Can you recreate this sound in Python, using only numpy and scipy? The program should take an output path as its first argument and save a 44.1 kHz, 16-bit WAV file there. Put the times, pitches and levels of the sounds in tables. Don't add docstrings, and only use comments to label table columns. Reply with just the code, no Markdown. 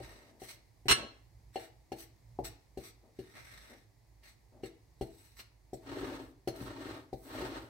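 import sys
import numpy as np
from scipy import signal
from scipy.fft import rfft, irfft, next_fast_len
from scipy.io import wavfile
from scipy.ndimage import uniform_filter1d

SR = 44100
rng = np.random.default_rng(int(sys.argv[2]) if len(sys.argv) > 2 else 0)


def digitize_waveform(pressure):
    field = np.atleast_2d(pressure).T
    bounded = np.clip(field, -1, 1)
    quanta = np.round(bounded * 32767).astype(np.int16)
    wavfile.write(sys.argv[1], SR, quanta)


N = 339129
TIME_S = np.arange(N) / SR
RING_S = TIME_S[:SR // 2]

# mode_hz, level_db, t60_s (undamped)
BOWL_MODES = [(1125, -4, .12), (1345, -4, .16), (1707, -8, .17), (1830, -12, .18), (2104, -4, .15),
              (2353, -8, .14), (2736, -2, .09), (2914, -1, .12), (3267, -5, .1), (3644, -11, .1),
              (4205, -5, .22), (4300, -3, .18), (5590, -3, .14), (5900, -12, .16), (7197, -12, .12),
              (7750, -8, .09), (7994, -13, .12), (9921, -16, .07), (10720, -16, .08)]
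# top_s (fastest), rise_s, fall_s, level_db
SHOVES = [(6.018, 0.23, 0.31, -45), (6.67, 0.2, 0.23, -50.5), (6.89, 0.13, 0.17, -47.5),
          (7.422, 0.23, 0.31, -45)]


def undb(db):
    return 10 ** (np.asarray(db) / 20)


def unit(x):
    return x / np.sqrt(np.mean(x ** 2))


def fade(t_s, t60_s):
    return np.exp(-np.log(1000) * t_s / t60_s)


def shape(x, gain):
    size = next_fast_len(x.shape[-1] + 4096)
    hz = np.maximum(np.arange(size // 2 + 1) * SR / size, 1)
    return irfft(rfft(x, size) * gain(hz), size)[..., :x.shape[-1]]


def colour(x, points):
    at_hz, db = np.transpose(points)
    return shape(x, lambda hz: undb(np.interp(np.log(hz), np.log(at_hz), db)))


def add(out, start_s, x):
    start = int(start_s * SR)
    x = x[..., max(-start, 0):N - start]
    first = max(start, 0)
    out[..., first:first + x.shape[-1]] += x


def pan(db):
    return undb(np.array([[db], [-db]]) / 2)


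def walk(rate_hz):
    size = int(SR / rate_hz)
    steps = np.repeat(rng.standard_normal(N // size + 1), size)
    smooth = uniform_filter1d(uniform_filter1d(steps, size), size)
    return 1.3 * smooth[:N]


def slips(rate_hz, spread_db):
    hits = rng.random(N) < rate_hz / SR
    sizes = undb(spread_db * rng.standard_normal(N))
    return hits * sizes * rng.standard_normal((2, N))


def swell(top_s, rise_s, fall_s):
    begin_s, end_s = top_s - rise_s, top_s + fall_s
    span = slice(max(int(begin_s * SR), 0), int(end_s * SR))
    return span, np.interp(TIME_S[span], [begin_s, top_s, end_s], [0, 1, 0]) ** .7


def mode(hz, t60_s):
    return np.sin(2 * np.pi * hz * RING_S) * fade(RING_S, t60_s)


def fork(x, flicker_db):
    # centre_hz, width_hz, level_db
    resonances = [(1200, 3300, -3.5), (2030, 630, 0.5), (4110, 1500, -1.5), (5620, 390, -3), (7810, 720, 1),
                  (9230, 820, -11.5), (12000, 630, -3.5)]
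    out = 0
    for f, width, db in resonances:
        band = shape(x, lambda hz: 1 / (1 + 1j * (hz / f - f / hz) * f / width) ** 1.18)
        out = out + band * undb(db + flicker_db * walk(rate_hz=43))
    return out


def thud(cushion_hz, weight_db):
    # mode_hz, level_db, t60_s (nominal, before spot and weight)
    board_modes = [(54.6, -19, 0.24), (122, -15, 0.24), (197, -19, .1), (286, -8.5, 0.28),
                   (330, -3.5, 0.31), (374.1, 3.5, 0.064), (480.4, -0.5, 0.091), (568, -6, 0.065),
                   (640, -3.5, .12), (761, 1.5, 0.068), (835, 1, 0.048)]
    body = 0
    spot = rng.standard_normal((len(board_modes), 2))
    for k, (hz, db, t60_s) in enumerate(board_modes):
        gain = undb(db + weight_db / (1 + (hz / 290) ** 4) + 2 * spot[k, 0])
        sign = (-1) ** (k // 3)
        body = body + gain * mode(hz * (1 + 0.011 * spot[k, 1]), t60_s) * sign
    body = body * np.minimum(0.51 + RING_S / 0.028, 1)
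    body = body * (1 + 2.4 * np.exp(-(RING_S / .021) ** 2))
    body = signal.sosfilt(signal.butter(4, cushion_hz, fs=SR, output="sos"), body)
    return body / np.abs(body).max()


def knocks():
    # start_s, thud_db, cushion_hz (cut-off), hand_weight_db, tick_db, ring_db
    landings = [(-.008, -29, 820, 7, -68, -58), (0.417, -36, 780, 5, -70, -58),
                (0.855, -33, 673, 16, -52, -90), (1.557, -25.5, 990, -13.5, -44, -41.5),
                (1.918, -27, 845, 4.5, -46.5, -48), (2.388, -23, 1096, 2, -52, -71),
                (2.772, -29.5, 604, 10, -45.5, -59.5), (3.188, -32, 395, -4, -45.5, -56),
                (4.232, -66, 500, 3.5, -52, -61), (4.633, -30.5, 460, 0.5, -48, -48.5),
                (5.010, -23.5, 790, 11.5, -38.5, -50), (5.390, -55, 605, -0.5, -48.5, -49),
                (5.730, -29, 693, 7.5, -42, -83), (6.473, -22, 667, 2.5, -34, -45.5),
                (7.128, -27, 767, 8.5, -46.5, -73.5)]
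    # start_s, level_db, cushion_hz (cut-off)
    jolts = [(.906, -35, 130), (5.968, -32, 448), (6.029, -29.5, 500), (6.494, -42, 363), (6.612, -34, 240),
             (6.854, -39, 330), (7.423, -31, 420)]
    soft_ring_hz, hard_tick_db = 2330, -29.5
    low, high = np.zeros(N), np.zeros((2, N))
    chatter = unit(fork(slips(rate_hz=2400, spread_db=3.0), flicker_db=5))
    for start_s, db, cushion_hz, weight_db, tick_db, ring_db in landings:
        add(low, start_s, undb(db) * thud(cushion_hz, weight_db))
        age_s = np.maximum(TIME_S - start_s, 0)
        high += undb(tick_db - 9.0) * chatter * np.minimum(age_s / 0.0029, 1) * fade(age_s, t60_s=0.11)
        ring_hz = soft_ring_hz * (1 + undb(tick_db - hard_tick_db))
        ring = 0
        for hz, mode_db, t60_s in BOWL_MODES:
            detour_db = 10 * abs(np.log2(hz / ring_hz))
            gain = undb(mode_db - detour_db + 2 * rng.standard_normal((2, 1)))
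            ring = ring + gain * mode(hz, .5 * t60_s)
        add(high, start_s, undb(ring_db) * np.minimum(RING_S / 0.0039, 1) * ring / ring.std() / 10)
    for start_s, db, cushion_hz in jolts:
        add(low, start_s, undb(db) * thud(cushion_hz, weight_db=-3.5))
    return low * pan(db=3.0) + high


def wall(x, width_hz, boost_db):
    def gain(hz):
        modes = sum(undb(db) / (1 + 2j * (hz - f) / width_hz) for f, db, _ in BOWL_MODES)
        return 1 + undb(boost_db) * modes
    return shape(x, gain)


def scrapes():
    # top_s (loudest), length_s, level_db, tilt_db_per_octave
    slides = [(0.043, 0.65, -58, -3), (0.488, 0.17, -52, 1), (1.618, 0.16, -55, -1),
              (2.011, 0.094, -52.5, 3), (2.467, 0.052, -43, 1), (2.863, 0.12, -54, 0),
              (3.377, 0.072, -58.5, -5), (3.547, 0.71, -58.5, -2.5), (4.287, 0.12, -61, -1),
              (4.664, 0.075, -58, -2), (5.23, 0.47, -67, 1.5), (5.397, 0.059, -53, -0.5),
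              (6.618, 0.13, -58, 3), (7.345, 0.38, -64.5, 8.5)]
    rise_share = 0.57
    shove_hiss_db, shove_tilt_db = -21, 4.9
    out = np.zeros((2, N))
    uneven_slips = slips(rate_hz=6000, spread_db=3.5) * undb(2 * walk(rate_hz=350))
    friction = wall(fork(uneven_slips, flicker_db=1.8), width_hz=31, boost_db=-2.5)
    friction = friction * undb(1.3 * walk(rate_hz=70))
    strokes = [(top_s, rise_share * length_s, (1 - rise_share) * length_s, db, tilt_db)
               for top_s, length_s, db, tilt_db in slides]
    strokes += [(top_s, rise_s, fall_s, db + shove_hiss_db, shove_tilt_db)
                for top_s, rise_s, fall_s, db in SHOVES]
    for top_s, rise_s, fall_s, db, tilt_db in strokes:
        span, pressure = swell(top_s, rise_s, fall_s)
        spacing_hz = rng.uniform(881, 2280)

        def contact_gain(hz):
            return undb(tilt_db * np.log2(hz / 5000) + 2.0 * np.cos(2 * np.pi * hz / spacing_hz))
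        out[:, span] += undb(db) * pressure * unit(shape(friction[:, span], contact_gain))
    return out * pan(db=1.0)


def heaps():
    tumbles = [(0.053, 0.68, -64.5), (0.965, 0.12, -47), (3.037, 0.086, -64), (3.704, 0.095, -59),
               (4.534, 0.18, -64.5)]
    # freq_hz, level_db
    hollow = [(30, -30), (110, -12), (220, -4), (330, 0), (480, -2), (750, -6), (1100, -18), (2000, -31),
              (8000, -50)]
    rise_share = 0.1
    out = np.zeros(N)
    rustle = colour(slips(rate_hz=3200, spread_db=3)[0], hollow)
    for top_s, length_s, db in tumbles:
        span, pressure = swell(top_s, rise_share * length_s, (1 - rise_share) * length_s)
        out[span] += undb(db) * pressure * unit(rustle[span])
    return out * pan(db=5.0)


def background():
    # top_s, level_db
    arm_leans = [(.08, -56), (1.48, -57.5), (2.2, -64), (2.48, -53.5), (3.56, -60.5)]
    # freq_hz, level_db
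    air_spectrum = [(20, -38), (60, -5.5), (120, -2.5), (190, -16.5), (320, -11), (480, -17), (900, -15.5),
                    (1400, -30), (2000, -20), (3000, -32.5), (4500, -25), (9000, -31.5), (15500, -34.5)]
    counter_spectrum = [(20, -49), (38, -18), (53, 2.0), (78, -18.0), (112, -3.5), (135, -15.5),
                        (175, -24.5), (500, -44), (2000, -70.5)]
    shake = undb(-65.5 + walk(rate_hz=8))
    pushes = [(top_s, 0.3, 0.089, db) for top_s, db in arm_leans]
    pushes += [(top_s, rise_s, fall_s, db - 8) for top_s, rise_s, fall_s, db in SHOVES]
    for top_s, rise_s, fall_s, db in pushes:
        span, pressure = swell(top_s, rise_s, fall_s)
        shake[span] = np.hypot(shake[span], undb(db) * pressure)
    counter = unit(colour(rng.standard_normal(N), counter_spectrum))
    common, separate = rng.standard_normal(N), rng.standard_normal((2, N))
    air = unit(colour(common + 1.7 * separate, air_spectrum))
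    return shake * counter * pan(db=-4.0) + undb(-69.5 + walk(rate_hz=4)) * air


def screech():
    # top_s, mode_hz, rms_db, growth_s, left_minus_right_db
    squeals = [(.916, 2914, -27, .02, 0), (.922, 4215, -26, .02, 0), (.921, 8878, -29, .009, -7),
               (.908, 12640, -39, .014, -3), (.908, 14695, -43, .009, 6)]
    # freq_hz, level_db
    rasp_spectrum = [(30, -45.5), (60, -16.5), (170, -22.5), (400, -1.5), (650, -17.5), (1200, -5.5),
                     (1550, -6), (2600, -6), (4300, -5), (4950, -14.5), (5600, -4.5), (6800, -14.5),
                     (7800, -9), (10600, -15.5), (11600, -28), (13000, -17), (15500, -26.5)]
    start_s, bite_s, end_s = .883, .904, .927
    first_db, rasp_db, ring_db = -4, -23, -26
    time_s = RING_S + start_s
    grip = np.interp(time_s, [start_s, start_s + 0.00033, bite_s - .001, bite_s, end_s, end_s + 0.0081],
                     [0, undb(first_db), undb(first_db), 1, 1, 0])
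    judder_phase = 2 * np.pi * np.cumsum(600 + 120 * walk(rate_hz=300)) / SR
    judder = slips(rate_hz=9000, spread_db=3.0) * np.sqrt(1 + .5 * np.sin(judder_phase))
    judder = judder[:, :len(RING_S)] * grip
    hard = grip > .9
    rasp = colour(judder, rasp_spectrum)
    ring = 0
    for hz, db, t60_s in BOWL_MODES:
        swing = signal.fftconvolve(judder, mode(hz, t60_s)[None])[:, :len(RING_S)]
        ring = ring + undb(db) * swing / swing.std(axis=1, keepdims=True)
    ring = ring * (0.3 + 0.63 * fade(np.maximum(time_s - end_s, 0), t60_s=0.15))
    sound = undb(rasp_db) * rasp / rasp[:, hard].std() + undb(ring_db) * ring / ring[:, hard].std()
    for top_s, hz, db, growth_s, side_db in squeals:
        age_s = time_s - top_s
        lock = np.exp(np.minimum(age_s, 0) / growth_s) * fade(np.maximum(age_s, 0), t60_s=.09)
        phase = 2 * np.pi * np.cumsum(hz + 18 * walk(rate_hz=360)[:len(RING_S)]) / SR
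        tone = np.sqrt(2) * np.sin(phase + np.array([[0], [1]]))
        sound = sound + undb(db) * pan(side_db) * lock * tone
    out = np.zeros((2, N))
    add(out, start_s, sound)
    return out


def drags():
    # freq_hz, level_db
    rumble_spectrum = [(40, -34), (55, -35), (85, -13), (125, -9.5), (170, -19.5), (230, -23.5), (270, 2.5),
                       (340, -3), (440, -6.5), (600, -13.5), (900, -17.5), (1500, -47)]
    grit_spectrum = [(500, -22), (800, 5), (1100, 0), (1800, -0.5), (2600, -9), (3400, -8), (4200, -7),
                     (5100, -11), (7000, -18), (8200, -15), (11000, -34), (16000, -34.5)]
    rumble_power, grit_power = 2.3, 2.8
    catch = undb(1.59 * walk(rate_hz=90))
    rumble = colour(slips(rate_hz=1100, spread_db=2.5)[0] * catch, rumble_spectrum)
    rumble = unit(rumble) * pan(db=3.0)
    grit = colour(slips(rate_hz=7000, spread_db=1.5) * catch ** 1.5, grit_spectrum)
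    grit = unit(wall(grit, width_hz=180, boost_db=-1.0)) * pan(db=1.2)
    out = np.zeros((2, N))
    for top_s, rise_s, fall_s, db in SHOVES:
        span, effort = swell(top_s, rise_s, fall_s)
        speed = np.sin(np.pi / 2 * effort)
        grind = speed ** rumble_power * rumble[:, span] + undb(-4) * speed ** grit_power * grit[:, span]
        out[:, span] += undb(db) * grind
    return out


def room(x, early_db, tail_db, low_t60_s=0.48):
    out = x
    for db, bass_t60, middle_t60, treble_t60 in ((early_db, 0.049, 0.049, 0.049),
                                                 (tail_db, low_t60_s, 0.42, 0.21)):
        noise = rng.standard_normal((3, len(RING_S)))
        bass = shape(noise[0], lambda hz: 1 / np.sqrt(1 + (hz / 600) ** 4))
        upper = shape(noise[1:], lambda hz: 1 / np.sqrt(1 + (600 / hz) ** 4))
        middle = shape(upper, lambda hz: 1 / (1 + (hz / 5500) ** 4))
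        treble = upper - middle
        echo = bass * fade(RING_S, bass_t60) + middle * fade(RING_S, middle_t60)
        echo = echo + treble * fade(RING_S, treble_t60)
        echo = unit(echo * (RING_S > .003)) / np.sqrt(len(RING_S))
        out = out + undb(db) * signal.fftconvolve(x, echo, axes=1)[:, :N]
    return out


def scene():
    landing = room(knocks(), early_db=-1.0, tail_db=-7.5, low_t60_s=0.4)
    squeal = room(screech(), early_db=-14.5, tail_db=-12.5)
    sliding = room(scrapes() + heaps() + drags(), early_db=-3.0, tail_db=-6)
    return landing + squeal + sliding + background()


def record(dry):
    return signal.sosfilt(signal.ellip(10, .2, 80, 15800, fs=SR, output="sos"), dry)


dry = scene()
out = record(dry)
digitize_waveform(out)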